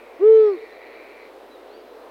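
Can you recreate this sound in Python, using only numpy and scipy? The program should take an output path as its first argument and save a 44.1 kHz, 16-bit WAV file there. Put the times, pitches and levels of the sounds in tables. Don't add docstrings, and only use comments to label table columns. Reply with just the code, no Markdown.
import sys
import numpy as np
from scipy import signal
from scipy.fft import rfft, irfft
from scipy.io import wavfile
from scipy.ndimage import uniform_filter1d

SR = 44100
rng = np.random.default_rng(int(sys.argv[2]) if len(sys.argv) > 2 else 0)


def bounce(signal):
    frames = np.transpose(np.atleast_2d(signal))
    limited = np.clip(frames, -1, 1)
    pcm = np.round(limited * 32767).astype(np.int16)
    wavfile.write(sys.argv[1], SR, pcm)


def linear_from_db(decibels):
    return 10 ** (np.asarray(decibels, float) / 20)


N = 92610


def level(x, db):
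    return x * linear_from_db(db) / np.sqrt(np.mean(x ** 2))


def walk(rate):
    hold = int(SR / rate)
    steps = np.repeat(rng.standard_normal(N // 200), hold)[:N]
    return 1.3 * uniform_filter1d(uniform_filter1d(steps, hold), hold)


def curve(rows, col, t, smooth_s=.014):
    rows = np.array(rows)
    return uniform_filter1d(np.interp(t, rows[:, 0], rows[:, col]), int(smooth_s * SR))


def bump(x, centre, spread):
    return np.exp(-.5 * ((x - centre) / spread) ** 2)


def fade(t, start_s, end_s, edge_s):
    return np.clip(np.minimum(t - start_s, end_s - t) / edge_s + 1, 0, 1) ** 2


def tone(hz):
    return np.sqrt(2) * np.sin(2 * np.pi * np.cumsum(hz) / SR)


def band(x, hz, width_hz):
    f = np.arange(N // 2 + 1) * SR / N
    return irfft(rfft(x) * bump(f, hz, width_hz), N)


def night(t):
    # frequency in Hz, level in dB per Hz.
    hiss_colour = [(130, -24.5), (250, -10), (450, 0), (1000, -12.5), (3000, -26), (4000, -28.5),
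                   (7000, -42), (15900, -41)]
    f = np.maximum(np.arange(N // 2 + 1) * SR / N, 1)
    hz, db = np.array(hiss_colour).T
    bass_cut = 1 / np.sqrt(1 + (247 / f) ** 8)
    colour = linear_from_db(np.interp(np.log(f), np.log(hz), db)) * bass_cut
    noise = rfft(rng.standard_normal(N)) * colour
    swell_db = .4 * walk(1.34)
    hiss = 0
    for step in range(17):
        share = np.clip(1 - np.abs(2 * np.log2(f / 90) - step), 0, 1)
        flicker_db = .9 * walk(8.96)
        hiss = hiss + irfft(noise * share, N) * linear_from_db(swell_db + flicker_db)
    rumble = level(band(rng.standard_normal(N), 90, 60), -85)
    hum = linear_from_db(-72.5) * tone(np.full(N, 49.8))
    return level(hiss, -44) + rumble + hum


def insects(t):
    # time in seconds, effort in dB, leading pitch in Hz.
    chorus = [
        (0, -55, 2356),
        (.15, -55, 2225),
        (.3, -52.5, 2130),
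        (.6, -49.5, 2063),
        (.8, -50.5, 2050),
        (.96, -47.5, 2280),
        (1.1, -50, 2290),
        (1.25, -51, 2247),
        (1.3, -58.5, 2220),
        (1.33, -97, 2263),
    ]
    # pitch in Hz, level in dB.
    singers = [(1868, -59), (1976, -58.5), (2046, -71), (2153, -66), (2191, -64), (2288, -69.5),
               (2342, -58.5), (2460, -62), (2530, -71.5), (2665, -66.5)]
    throb_db, throb_rate, waver = 3, 30, .011
    rasp_hz, rasp_width_hz, rasp_db = 2187, 760, -1.5
    pulse_rate, pulse_ring = 120, .3
    octave_hz, octave_width_hz, octave_db, octave_grows_db = 4100, 330, -11, 11.5
    lead_hz = curve(chorus, 2, t)
    low, high = 0, 0
    for hz, db in singers:
        pitch = hz * (1 + waver * walk(30))
        near_lead = bump(hz, lead_hz, 260)
        strength = linear_from_db(db + throb_db * walk(throb_rate)) * near_lead
        low = low + strength * tone(pitch)
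        high = high + strength * tone(2 * pitch) * linear_from_db(2 * throb_db * walk(160))
    pulse_phase = np.cumsum(pulse_rate * (1 + .1 * walk(25))) / SR % 1
    rasp = np.exp(-pulse_phase / pulse_ring) * rng.standard_normal(N)
    low = level(low, 0) + level(band(rasp, rasp_hz, rasp_width_hz / 2), rasp_db)
    high = level(band(level(high, 0) + level(rasp, 9), octave_hz, octave_width_hz), 0)
    growth = np.clip((t - .25) / .25, 0, 1)
    high_db = octave_db + octave_grows_db * (growth - 1)
    return linear_from_db(curve(chorus, 1, t)) * (low + linear_from_db(high_db) * high) / np.sqrt(2)


def owl(t):
    # time in seconds, level in dB, overtone level in dB.
    hoot_shape = [
        (.194, -46, -12),
        (.21, -23.5, -3),
        (.235, -12, 0),
        (.265, -9.3, 0),
        (.3, -8.1, 0),
        (.4, -10.2, 0),
        (.48, -15.3, 0),
        (.55, -27.5, -5),
        (.577, -48, -18),
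    ]
    # multiple of the pitch, level in dB, brightest moment in seconds, spread in seconds.
    overtones = [(2, -46, .27, .15), (2, -46, .49, .04), (3, -44, .25, .1), (3, -41, .47, .07),
                 (4, -54.5, .36, .2), (5, -58, .34, .1), (6, -62, .44, .09), (7, -58.5, .34, .085),
                 (8, -65, .28, .05), (8, -60, .43, .05), (9, -62.5, .42, .09), (10, -65, .44, .06),
                 (11, -68, .43, .06), (12, -66, .52, .02), (12, -77, .33, .04), (13, -64, .48, .027),
                 (15, -75, .545, .009), (14, -68, .358, .02), (16, -79, .445, .015)]
    start_s, end_s = .192, .578
    top_hz, droop_hz_per_s = 456.9, 74.5
    rise_hz, rise_s, sag_hz, sag_s = 172.5, .0326, 133.6, .0525
    held = np.clip(t, start_s, end_s)
    rise = rise_hz * np.exp((start_s - held) / rise_s)
    sag = sag_hz * np.exp((held - end_s) / sag_s)
    hz = top_hz - rise - sag - droop_hz_per_s * (held - start_s)
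    low_rush = level(band(rng.standard_normal(N), 120, 53), -61)
    hoot = linear_from_db(curve(hoot_shape, 1, t)) * (tone(hz) + low_rush)
    overtone_db = curve(hoot_shape, 2, t)
    for multiple, db, at_s, spread_s in overtones:
        shimmer_db = 1.5 * walk(45)
        hoot = hoot + bump(t, at_s, spread_s) * linear_from_db(db + overtone_db + shimmer_db) * tone(multiple * hz)
    return hoot * fade(t, hoot_shape[0][0], hoot_shape[-1][0], .006)


def wood(x, t):
    # arrival in seconds, spread in seconds, level in dB.
    echoes = [
        (.588, .013, -28.5),
        (.633, .009, -26),
        (.7, .025, -35),
        (.81, .02, -30),
    ]
    wash_db, wash_gap_s, wash_t60_s = -41, .03, .8
    scatter = rng.standard_normal(N) * linear_from_db(-60 * t / wash_t60_s) * (t > wash_gap_s)
    response = scatter * linear_from_db(wash_db) / np.sqrt(np.sum(scatter ** 2))
    wash = signal.fftconvolve(x, response)[:N]
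    flutter = sum(linear_from_db(db) * bump(t, at_s, spread_s) for at_s, spread_s, db in echoes)
    return wash + flutter * np.roll(x, int(.265 * SR))


def bird(t):
    # time in seconds, pitch in Hz, level in dB.
    whistles = [
        [(1.498, 3950, -66), (1.515, 3920, -61), (1.535, 4000, -58.5), (1.555, 3800, -60), (1.57, 3700, -77),
         (1.595, 3690, -64), (1.607, 3720, -70)],
        [(1.68, 3860, -70), (1.705, 4100, -64), (1.725, 4260, -66), (1.748, 4610, -60), (1.775, 4650, -67),
         (1.8, 4690, -72), (1.82, 4670, -66)],
    ]
    smooth_s = .005
    song = 0
    for rows in whistles:
        whistle = linear_from_db(curve(rows, 2, t, smooth_s)) * tone(curve(rows, 1, t, smooth_s))
        song = song + whistle * fade(t, rows[0][0], rows[-1][0], .006)
    trill_s, trill_len_s = 1.865, .17
    trill = level(band(rng.standard_normal(N), 4030, 100), -70)
    return song + trill * fade(t, trill_s, trill_s + trill_len_s, .012)


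def scene():
    t = np.arange(N) / SR
    hoot = owl(t)
    return (night(t) + insects(t) + hoot + wood(hoot, t) + bird(t))[None]


def band_limit(x):
    return signal.sosfilt(signal.butter(12, 16070, fs=SR, output="sos"), x)


def record(dry):
    return band_limit(dry)


dry = scene()
out = record(dry)
bounce(out)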